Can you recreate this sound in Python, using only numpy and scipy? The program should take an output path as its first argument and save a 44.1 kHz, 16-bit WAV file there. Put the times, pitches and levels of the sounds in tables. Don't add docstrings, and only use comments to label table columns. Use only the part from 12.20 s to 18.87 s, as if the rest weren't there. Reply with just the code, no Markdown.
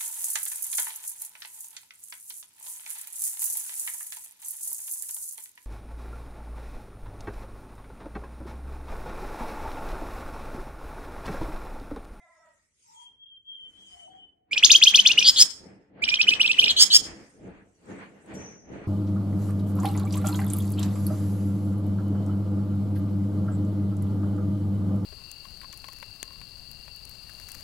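import sys
import numpy as np
from scipy import signal
from scipy.fft import rfft, irfft, next_fast_len
from scipy.io import wavfile
from scipy.ndimage import uniform_filter1d, map_coordinates

SR = 44100
rng = np.random.default_rng(int(sys.argv[2]) if len(sys.argv) > 2 else 0)


def makeup_ratio(level_db):
    decades = np.asarray(level_db, float) / 20
    return 10 ** decades


def unload_wav(signal):
    wavfile.write(
        sys.argv[1],
        SR,
        np.round(np.clip(np.atleast_2d(signal).T, -1, 1) * 32767).astype(np.int16),
    )


N = 294147


def lead_level_db(shelf_hz, shelf_db):
    rest_hz = 2218
    return shelf_db - 11 + 4.5 * np.log2(max(shelf_hz - rest_hz, 50) / 400)


def lead_in(t, hz, gain, note, stress):
    leap_s, lead_s, shelf_hz, _, _ = note
    shelf_db, step_db, _, _, _ = stress
    i = (t > leap_s - lead_s - .002) & (t <= leap_s)
    u = np.clip(1 + (t[i] - leap_s) / (lead_s + 0.0026), 0, 1)
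    step_hz = 0.5 * max(shelf_hz - 2600, 0)
    step = .5 + .5 * np.tanh((t[i] - leap_s + .0105) / .0015)
    fresh = gain[(t > leap_s - lead_s - .008) & (t < leap_s - lead_s)].max() < makeup_ratio(-45)
    tied = not fresh
    scoop = min(500 + 4 * step_hz, 1400) * np.exp(-u / 0.065) * fresh
    climb = np.sin(1.3 * u) / np.sin(1.3) if fresh else np.sin(np.pi * u / 2) ** 1.5
    floor_hz = 2220 if fresh else 2330
    falling_hz = (gain[i] > 0) * hz[i]
    rising_hz = floor_hz + (shelf_hz - step_hz - floor_hz) * climb + step_hz * step - scoop
    hz[i] = np.maximum(falling_hz, rising_hz)
    strain_db = np.maximum(hz[i] - 3300, 0) / 85 * (falling_hz < hz[i])
    level_db = lead_level_db(shelf_hz, shelf_db) - strain_db + 3.04 * (u - 3.0) + step_db * (step - 1)
    attack_share = .5 - 0.22 * min(step_hz / 150, 1)
    attack = np.minimum(u / attack_share + .2 * tied, 1) ** 0.87
    gain[i] = np.maximum(gain[i], makeup_ratio(level_db) * attack * makeup_ratio(-1.5 * tied))


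def hook(t, hz, gain, note, stress):
    leap_s, lead_s, shelf_hz, top_hz, hook_db = note
    shelf_db, _, leap_db, arc_s, catch_db = stress
    i = (t > leap_s) & (t < leap_s + arc_s)
    u = np.clip((t[i] - leap_s) / arc_s, 0, 1)
    base_hz = shelf_hz + (2350 - shelf_hz) * u
    hz[i] = base_hz + (top_hz - base_hz + 150) * np.sin(np.pi * u ** .8)
    throat_dip_db = 7 * np.exp(-((shelf_hz - 3120) / 280) ** 2)
    burst_db = lead_level_db(shelf_hz, shelf_db) + leap_db + 2.0 - 0.002 * (shelf_hz - 2500.5) - throat_dip_db
    held = makeup_ratio(hook_db - (10 + 1500 * max(lead_s - .0185, 0)) * u)
    gain[i] = held + makeup_ratio(burst_db) * np.exp(-u / 0.057)
    gain[i] += makeup_ratio(catch_db) * np.exp(-((u - .86) / .09) ** 2)
    gain[i] *= np.minimum((1 - u) / 0.07, 1)


# t/s at the top, top f/Hz, level/dB
REBOUNDS = [
    (3.871, 3000, -32),
    (3.973, 3250, -27.5),
    (4.043, 3150, -29),
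    (4.345, 3000, -32),
]


def rebound(t, hz, gain):
    half_s, rest_hz = .007, 2218
    for s, top_hz, db in REBOUNDS:
        i = abs(t - s) < half_s
        hump = np.cos(np.pi / 2 * (t[i] - s) / half_s)
        hz[i] = rest_hz + (top_hz - rest_hz) * hump
        gain[i] = makeup_ratio(db) * hump ** 1.5


# first crest t/s, last crest t/s
BUZZES = [
    (3.0465, 3.1042),
    (3.1635, 3.2313),
    (4.494, 4.518),
    (4.568, 4.641),
    (4.7055, 4.7738),
]
# first crest f/Hz, last crest f/Hz, first level/dB, loudest level/dB
EFFORT = [
    (4637, 5200, -18, -8),
    (3920, 5600, -22, -9),
    (4300, 4100, -19, -14.5),
    (4010, 5500, -18, -9),
    (4010, 5600, -19, -10),
]
WAIST_DB = [
    11,
    14,
    25,
    30,
    30,
]


def buzz(t, hz, gain, edge):
    for (first, last), (first_hz, last_hz, first_db, last_db), waist_db in zip(BUZZES, EFFORT, WAIST_DB):
        i = (t > first - .0055) & (t < last + .005)
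        u = (t[i] - first) / (last - first)
        done = np.clip(u, 0, 1)
        swings = round((last - first) * 119)
        crest = .5 + .5 * np.cos(2 * np.pi * swings * (u + .05 * u * (1 - u)))
        uneven_hz = 90 * rng.standard_normal(12)[np.clip(u * swings + 1.5, 0, 11).astype(int)]
        crest_hz = first_hz + (last_hz - first_hz) * u
        hz[i] = uneven_hz + 3150 + (crest_hz - 3150) * crest ** .9
        fade = np.clip(np.minimum(t[i] - first + 0.0046, last + .005 - t[i]) / 0.0039, 0, 1)
        spent_db = 11 * crest * (u > 1 - .5 / swings)
        growth_db = (last_db - first_db) * np.clip(1.5 * u, 0, 1) * (0.27 + .7 * crest ** 2)
        dip_db = waist_db * crest * (1 - crest) + 5 * done * (1 - crest) ** 2
        gain[i] = makeup_ratio(first_db + growth_db - spent_db - dip_db) * fade
        gain[i] *= makeup_ratio(1.2 * rng.standard_normal(24)[np.clip(2 * u * swings + 2.5, 0, 23).astype(int)])
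        pressed_db = -19.5 + .7 * (last_db + 6) - 6.6 * (last - first < .06)
        edge[i] = makeup_ratio(pressed_db + 19.6 * np.clip(1.8 * u, 0, 1) - 16 * crest + 3 * done)


# t/s of the upward leap, lead-in t/s, shelf f/Hz, top f/Hz, hook level/dB
FIRST_TRILL = [(2.3313, 0.019, 2422, 5310, -33), (2.378, 0.02, 2528, 5970, -27.5),
               (2.4464, 0.02, 3618, 6550, -11.5), (2.516, 0.019, 3790, 6513, -12.5),
               (2.5601, .0259, 3273, 6368, -21.5), (2.6361, 0.021, 3618, 6320, -14.5),
               (2.6809, 0.024, 3239, 6324, -23.5), (2.756, .0175, 3531, 6238, -18),
               (2.7999, .0257, 3101, 6330, -24), (2.8715, 0.019, 3575, 6317, -19.5),
               (2.9164, .0252, 2842, 6190, -25), (2.9888, 0.015, 2990, 6050, -23),
               (3.0264, 0.016, 2515, 5680, -27)]
SECOND_TRILL = [(3.8392, .0187, 2425, 5470, -29.5), (3.8891, .018, 2414, 5560, -26),
                (3.941, .027, 2484, 5854, -26), (4.0137, .0237, 2593, 5730, -20),
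                (4.0915, .0225, 3077, 6030, -28), (4.1365, .0262, 2584, 5598, -33),
                (4.2152, .0187, 3000, 5555, -30), (4.262, .0257, 2662, 5596, -32),
                (4.3152, .0264, 2683, 5967, -31), (4.3979, .0185, 3178, 6034, -30),
                (4.442, .023, 2862, 5724, -28), (4.4805, .015, 2475, 5247, -24)]
# shelf level/dB, step up level/dB, leap level/dB, hook length t/s, catch level/dB
FIRST_STRESS = [(-1.1, 3, -2.1, .019, -34), (-1.6, 2, 0.1, .02, -34), (1.1, 8, -1.1, .02, -20),
                (2.1, 9, -2.1, .0175, -20), (1.6, 9, -3.1, .021, -32), (1.1, 9, -1.1, .019, -21),
                (1.1, 9, -3.1, .021, -30), (0.1, 8, -1.1, .02, -22), (0.1, 7, -2.1, .021, -30),
                (0.1, 8, -1.1, .02, -23), (-1.1, 3, 0.1, .021, -30), (1.1, 8, -2.1, .02, -25),
                (-1.1, 0.1, -2.1, .019, -24)]
SECOND_STRESS = [(0.1, 0.1, -2.1, .021, -31), (0.1, 0.1, -1.1, .021, -26), (0.1, 0.1, 0.1, .022, -24),
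                 (1.1, 0.1, -4.1, .021, -23), (-0.6, 9, -3.1, .0195, -23), (-1.1, 0.1, -3.1, .02, -34),
                 (-0.6, 6, -2.1, .02, -23), (-1.1, 1.1, -4.1, .02, -18), (0.1, 1.1, -5.1, .021, -27),
                 (-0.6, 12, -3.1, .021, -24), (0.1, 5, 1.1, .024, -20), (-1.1, 0.1, 0.1, .017, -30)]


def syrinx():
    t = np.arange(N) / SR
    hz, gain, edge = np.full(N, 2350.), np.zeros(N), np.full(N, makeup_ratio(-29))
    for note, stress in zip(FIRST_TRILL + SECOND_TRILL, FIRST_STRESS + SECOND_STRESS):
        lead_in(t, hz, gain, note, stress)
        hook(t, hz, gain, note, stress)
    rebound(t, hz, gain)
    buzz(t, hz, gain, edge)
    return uniform_filter1d(hz, size=31), uniform_filter1d(gain, size=25), edge


def second_voice():
    x, u = np.zeros(N), np.linspace(0, 1, int(.032 * SR))
    for s, _, _, _, _ in FIRST_TRILL + SECOND_TRILL:
        hz = 3000 - 997.3 * np.sin(1.25 * np.pi * u ** 1.6 / 2) ** 2 + rng.normal(0, 70)
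        level = makeup_ratio(-35 + rng.normal(0, 2))
        x[round((s + .003) * SR):][:len(u)] += level * np.sin(np.pi * u ** .5) * np.sin(turns(hz))
    return x * makeup_ratio(4 * wobble(250))


# f/Hz, width f/Hz, level/dB
THROAT = [
    (3150, 450, 3),
    (5290, 1400, -4),
    (6725, 2000, 0),
]
# f/Hz, level/dB
MIC = [(400, -20.5), (1300, -4), (2400, -1), (7000, -2.5), (8500, 1.5), (10000, -14), (11500, -9.5),
       (13000, -8.5), (15600, -7.5), (16200, -41)]


def bird():
    hz, gain, edge = syrinx()
    phase = turns(hz * (1 + 0.0089 * wobble(500)))
    tone = np.sin(phase)
    tone += edge * np.sin(2 * phase + .8 * wobble(600))
    tone += (makeup_ratio(-30) + edge ** 2.0) * np.sin(3 * phase)
    tone += .3 * edge * np.sin(4 * phase) * (hz < 4500)
    tone += makeup_ratio(-35.5) * np.sin(5 * phase) * (hz < 3600)
    breath = (makeup_ratio(-30.5) + 0.58 * edge) * rng.standard_normal(N)
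    voice = makeup_ratio(3.5) * gain * makeup_ratio(.5 * wobble(300)) * (tone + breath) + second_voice()

    def throat(f):
        return makeup_ratio(-2) + sum(makeup_ratio(db) * 1j * f * w / (c * c - f * f + 1j * f * w) for c, w, db in THROAT)

    return filtered(voice, lambda f: throat(f) * makeup_ratio(along(MIC, f)))


# (from t/s, to t/s, left lag/samples), then rows of f/Hz, left level/dB, right level/dB
POSES = [
    ((2.2, 3.14, 2.2), [(2400, -2.5, 2), (3050, -1, -1), (3700, 2, -5), (4500, 1, 1.5), (5400, 2.5, 1), (6400, 4, -3), (7750, -1, 5), (9500, -14, 4), (11700, -3, 0), (14500, 3, 0)]),
    ((3.14, 3.6, 2.7), [(2400, -1, 3), (3050, 0, -1), (3700, 1, -2), (4500, 3, 1), (5400, 5, 3.5), (6400, 11, 3), (7750, 2, 10), (9500, -3, 11), (11700, 2, 10), (14500, -3, -3)]),
    ((3.6, 4.55, 4.4), [(2400, -2.5, 2.5), (3050, -4, -2.5), (3700, 4, 0), (4500, 1, 1.5), (5400, 2.5, 1), (6400, -2, -3.5), (7750, -5, 3), (9500, -11, 3), (11700, -7, 3), (14500, -1, 3)]),
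    ((4.55, 5.0, 5.4), [(2400, 1, 2.5), (3050, -4, -6), (3700, -1, 0), (4500, -1, 4), (5400, 6, 5), (6400, 4, -2), (7750, -4, 6), (9500, -10, 10), (11700, -3, 9), (14500, -8, 3)]),
]
# f/Hz, phase/rad
PORTS = [(2400, .3), (3050, -1.2), (3700, 0), (4500, -.4), (5400, -.4), (6400, 0)]


def facing(x):
    t, out, ears = np.arange(N) / SR, np.zeros((2, N)), np.array([[.5], [-.5]])
    for (start, end, lag), colour in POSES:
        def port_response(f):
            gains = makeup_ratio([along([(row[0], row[k]) for row in colour], f) for k in (1, 2)])
            return gains * np.exp(-1j * ears * (2 * np.pi * f * lag / SR + along(PORTS, f)))

        out += filtered(x * ((t >= start) & (t < end)), port_response)
    return out


# f/Hz, density level/dB per Hz
SHEEN = [(5000, -59.5), (7500, -5), (9500, -0.5), (10300, -11.5), (11000, -4.5), (12800, -3.5),
         (13700, -10), (15200, -1), (16000, -39.5)]


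def fizz(song):
    loudness = np.sqrt(np.abs(uniform_filter1d(song ** 2, size=1800, origin=600)))
    return makeup_ratio(-15) * loudness ** 2.1 * rush(lambda f: makeup_ratio(along(SHEEN, f)), patchy_db=8)


# delay t/s, level/dB
BARS = [(.0011, -12), (.0023, -4.5), (.0042, -6), (.0068, -11.5), (.0097, -16.5), (.014, -12.5),
        (.019, -19)]


def cage(x):
    delay, db = np.transpose(BARS)
    spread = delay[:, None] * rng.uniform(.8, 1.3, (len(BARS), 2))
    signs = rng.choice([-1, 1], (len(BARS), 2))

    def echoes(f):
        return sum(makeup_ratio(d) * g[:, None] * np.exp(-2j * np.pi * f * s[:, None]) for d, g, s in zip(db, signs, spread))

    return filtered(x, echoes)


# f/Hz, t/s
YARD = [(700, .2), (1500, 0.48), (3000, 0.37), (6000, 0.43), (12000, 0.4)]


def yard(x, gap_s):
    hz, t, z = signal.stft(rng.standard_normal((2, SR // 2)), SR, nperseg=256)
    tail = signal.istft(z * makeup_ratio(-60 * t / along(YARD, hz)[:, None]), SR, nperseg=256)[1]
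    late = np.pad(x, (int(gap_s * SR), 0))[None]
    return signal.fftconvolve(late, tail / np.linalg.norm(tail[0]), axes=1)[:, :N]


# f/Hz, level/dB
WALLS = [(1500, -14.5), (3000, -17), (5000, -16), (8000, -8), (12000, -11)]


def wall_answer(song):
    answer = filtered(yard(song, .006), lambda f: makeup_ratio(along(WALLS, f)))
    return makeup_ratio(3.7 * np.array([wobble(45), wobble(45)])) * answer


# t/s at full force, hold t/s, rumble level/dB, scrape level/dB above it, bass level/dB above it
DRAG = [(.24, .03, -79.5, 0.5, -5), (.9, .02, -80, -10, -6), (1.45, 0.19, -67, -13.5, -10),
        (1.68, 0.079, -69, -6, -10), (1.9, .02, -62, -16, -17), (2.05, .01, -72, -31, -8),
        (2.97, .04, -46.5, -8.5, -16.5), (3.42, 0.06, -47, -21, -17), (3.79, 0.06, -46, -14, -28),
        (4.11, 0.044, -42.5, -9, -19), (4.42, .1, -41, -14, -18), (4.82, 0.093, -45, -12.5, -13),
        (5.23, 0.057, -44.5, -19, -14), (5.69, .1, -42, -14, -23.5), (6.1, .09, -40.5, -16, -22),
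        (6.52, .07, -40, -17.5, -18.5)]
LEAKS = [
    (2.33, .9, -52.5, -1, -11),
    (3.84, 0.94, -52, -3.5, -8),
]
# f/Hz, density level/dB per Hz
RUMBLE = [(44, -39.5), (75, -6.5), (151, -6), (193, -2), (231, -4), (322, -6.5), (360, -6.5), (439, -5.5),
          (900, -16), (1170, -50.5), (1980, -120)]
SCRAPE = [(290, -34), (500, -15.5), (969, -9), (1130, -8.5), (1790, -6.5), (2520, -11), (3850, -27.5),
          (4500, -26), (5850, -57.5), (9900, -120)]
DEEP = [(15, -19.5), (30, -7), (55, -2.5), (80, 0.5), (120, -19.5), (250, -91)]
# f/Hz, width f/Hz, level/dB over the rumble
SLAB = [
    (196, 6, 3.5),
    (282.8, 18, 1),
    (324.2, 6.9, 8.5),
    (436, 8.3, -1.5),
]


def dragging():
    force = np.zeros((3, N))
    for rows, rise_s, fall_db in (DRAG, .14, 75), (LEAKS, .06, 110):
        for s, hold_s, db, scrape_db, bass_db in rows:
            push = swell(s, rise_s, hold_s, fall_db, db)
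            grate = swell(s + .023, rise_s, hold_s, 1.09 * fall_db, db + scrape_db)
            force += np.array([push, grate, makeup_ratio(bass_db - 2) * push]) ** 2

    def rings(f):
        return 1 + sum(makeup_ratio(db) / (1 + (2 * (f - c) / w) ** 2) for c, w, db in SLAB)

    rumble = rush(lambda f: makeup_ratio(along(RUMBLE, f)) * rings(f), patchy_db=1.0)
    scrape = rush(lambda f: makeup_ratio(along(SCRAPE, f)), patchy_db=1.5)
    bass = rush(lambda f: makeup_ratio(along(DEEP, f)), patchy_db=2.0)
    low, high, deep = np.sqrt(force) * makeup_ratio([1.5 * wobble(18), 2.0 * wobble(18), 2.5 * wobble(8.9)])
    steady_bass = makeup_ratio(-87 + 3 * wobble(4))
    return makeup_ratio(-1.16) * low * rumble + makeup_ratio(5.5) * high * scrape + (deep + steady_bass) * bass


# t/s, peak level/dB, f/Hz
TICKS = [(0.259, -61, 7100), (1.39, -66, 2050), (1.51, -69, 1450), (1.835, -52.5, 9000), (1.878, -50, 900),
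         (5.657, -55.5, 8530), (5.717, -61, 6480), (5.73, -60.5, 6993), (6.061, -54.5, 8150),
         (6.139, -50, 8060), (6.149, -51.5, 10010)]


def claws():
    x, t = np.zeros(N + SR), np.arange(SR // 30) / SR
    for s, db, hz in TICKS:
        crack = 0.37 * (hz > 4000) * rng.standard_normal(len(t))
        decay = makeup_ratio(db - 60 * t / (0.013 + 60 / hz))
        x[round(s * SR):][:len(t)] += decay * (np.sin(2 * np.pi * hz * t) + crack)
    return filtered(x[:N], lambda f: (f > 500) * makeup_ratio(along(MIC, f))) * [[1.1], [.9]]


# t/s, length t/s, first f/Hz, settled f/Hz, level/dB
WHISTLE = [
    (.78, 0.09, 3250, 3200, -55),
    (1.0, .17, 3310, 3150, -55),
    (1.28, 0.22, 3270, 3090, -49.5),
    (1.585, .24, 3300, 3030, -55),
    (1.92, .12, 3270, 2990, -59),
]
COO = [
    (.69, 0.11, 935, 870, -56),
    (1.736, .24, 700, 719, -57),
    (2.08, .2, 724, 727, -74.5),
]
PEEP = (6.155, .07, 6150, 6030, -49)
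HORN = (.0, 0.25, 344, 340, -68.5)
HUM = (2.74, .12, 211, 204, -53)
# f/Hz, level/dB
BELL = [(340, -22), (680, 3.5), (1020, -1), (1360, -1), (1700, -8), (2050, 3.5), (2400, -12.5),
        (2800, -36.5), (3100, -36), (3400, -28.5), (3750, -18.5)]


def far_calls():
    x = np.zeros(N)
    flutter, waver_hz = makeup_ratio(2 + 4 * wobble(40)), 15 * wobble(60)
    for note in WHISTLE:
        hz, gain = glide(note, 0.044, 300)
        x += gain * flutter * np.sin(turns(hz + waver_hz))
    flutter, waver_hz = makeup_ratio(3.5 * wobble(40)), 50 * wobble(60)
    for note in COO:
        hz, gain = glide(note, 0.06, 250)
        x += gain * flutter * np.sin(turns(hz + waver_hz))
    hz, gain = glide(PEEP, .02, 75)
    x += gain * makeup_ratio(2.5 * wobble(90)) * np.sin(turns(hz + 260 * wobble(300)))
    hz, gain = glide(HORN, .03, 125)
    phase = turns(hz - 70 * np.arange(N) / SR)
    horn = np.zeros(N)
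    for k, (_, level_db) in enumerate(BELL):
        horn += makeup_ratio(level_db + 3.5 * wobble(38.2)) * np.sin((k + 1) * phase + 2.16 * wobble(60.0))
    horn *= makeup_ratio(-1.0) * gain
    hz, gain = glide(HUM, .1, 250)
    hum = makeup_ratio(4.0) * gain * np.sin(turns(hz))
    direct = makeup_ratio(2.5) * (x * [[1.05], [-.75]] + horn * [[.8], [.95]])
    return direct + makeup_ratio(-1.0) * yard(x + horn, 0.017) + hum


# t/s fully open, rise t/s over 30 dB, hold t/s, fall/dB per s, hiss level/dB
PUFFS = [
    (0.093, 0.4, 0.35, 100, -79.5),
    (0.665, 0.25, 0.16, 187, -68),
    (1.52, 0.2, 0.11, 60, -77.5),
    (1.723, 0.44, 0.084, 118, -67.5),
    (5.103, 1.2, .02, 60, -71.5),
    (5.72, .5, .04, 55, -70.5),
    (6.146, 0.02, 0.01, 400, -56.5),
    (6.17, 0.8, .02, 85, -70),
    (6.522, .06, .2, 59.5, -79),
]
# f/Hz, density level/dB per Hz
HISS = [(760, -43.5), (1300, -13), (1660, -19), (1990, -5), (2410, -9), (3320, -11), (4130, -12.5),
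        (6820, -1.5), (8720, -5), (12500, -22), (16200, -50.5), (22000, -120)]


def hiss():
    level = np.sqrt(sum(swell(*puff) ** 2 for puff in PUFFS))
    return makeup_ratio(6.5) * level * rush(lambda f: makeup_ratio(along(HISS, f)), patchy_db=4.5)


# f/Hz, density level/dB per Hz
TRAFFIC = [(53, -28.5), (90, 2), (427, -12), (465, -10.5), (788, -25.5), (2500, -26.5), (3250, -56),
           (5500, -120)]


def traffic():
    return makeup_ratio(-83) * rush(lambda f: makeup_ratio(along(TRAFFIC, f)), patchy_db=2.5)


# f/Hz, correlation/1
ALIKE = [(40, .78), (300, .78), (640, .4), (1400, -.1), (3000, 0)]


def rush(gain, patchy_db):
    z = signal.stft(rng.standard_normal((2, N)).astype(np.float32), nperseg=512)[2]
    field = uniform_filter1d(rng.standard_normal(z.shape[1:]), size=5, axis=0)
    field = uniform_filter1d(field, size=8, axis=1)
    pair = signal.istft(z * makeup_ratio(patchy_db * unit(field)).astype(np.float32), nperseg=512)[1][:, :N]

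    def mid_side(hz):
        angle = np.arccos(np.clip(along(ALIKE, hz), -1, 1)) / 2
        return gain(hz) * [np.cos(angle), np.sin(angle)]

    mid, side = filtered(pair, mid_side)
    return unit(np.array([mid + side, mid - side]))


def glide(note, rise_s, fall_db):
    s, length_s, first_hz, last_hz, db = note
    t = np.maximum(np.arange(N) / SR - s, 0)
    return last_hz + (first_hz - last_hz) * np.exp(-t / .06), swell(s, rise_s, length_s, fall_db, db)


def swell(s, rise_s, hold_s, fall_db, db):
    t = np.arange(0, N + 32, 32) / SR - s
    return smooth(makeup_ratio(db - 30 * np.maximum(-t, 0) / rise_s - fall_db * np.maximum(t - hold_s, 0)))


def wobble(rate):
    knots = rng.standard_normal(int(N * rate / SR) + 4)
    return smooth(map_coordinates(knots, [np.arange(0, N + 32, 32) * rate / SR]))


def smooth(knots):
    return np.interp(np.arange(N), np.arange(len(knots)) * 32, knots)


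def turns(hz):
    return 2 * np.pi * np.cumsum(hz) / SR


def filtered(x, response):
    m = next_fast_len(N + SR // 2)
    return irfft(rfft(x, m) * response(np.fft.rfftfreq(m, 1 / SR)), m)[..., :N]


def along(points, hz):
    f, v = np.transpose(points)
    return np.interp(np.log(hz + 1), np.log(f + 1), v)


def unit(x):
    return x / np.sqrt(np.mean(x ** 2) + 1e-20)


def scene():
    song = bird()
    near = facing(song) + makeup_ratio(-9) * cage(song) + fizz(song)
    return near + wall_answer(song) + dragging() + claws() + far_calls() + hiss() + traffic()


# f/Hz, threshold/spreads
GAPS = [(5800, -4), (6600, -1.2), (9500, -1.3), (10500, -.4), (14000, -.3), (16000, .3)]


def thin_treble(x):
    hz, _, z = signal.stft(x.astype(np.float32), SR, nperseg=512)
    field = uniform_filter1d(rng.standard_normal(z.shape[1:]), size=7, axis=0)
    field = unit(uniform_filter1d(field, size=9, axis=1))
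    treble_db = 10 * np.log10(np.mean(abs(z[:, hz > 6000]) ** 2, axis=(0, 1)) + 1e-12)
    opening = np.maximum(treble_db + 68, 0) / 7
    kept = .5 + .5 * np.tanh((field + opening - along(GAPS, hz)[:, None]) / .15)
    return signal.istft(z * np.maximum(kept, makeup_ratio(-28)), SR, nperseg=512)[1][:, :N]


def roll_off(x):
    return signal.sosfilt(signal.butter(12, 20000, fs=SR, output="sos"), x)


def record(dry):
    kept = thin_treble(dry)
    mix = kept / (1 + np.abs(kept) ** 8) ** (1 / 8)
    return roll_off(mix)


dry = scene()
out = record(dry)
unload_wav(out)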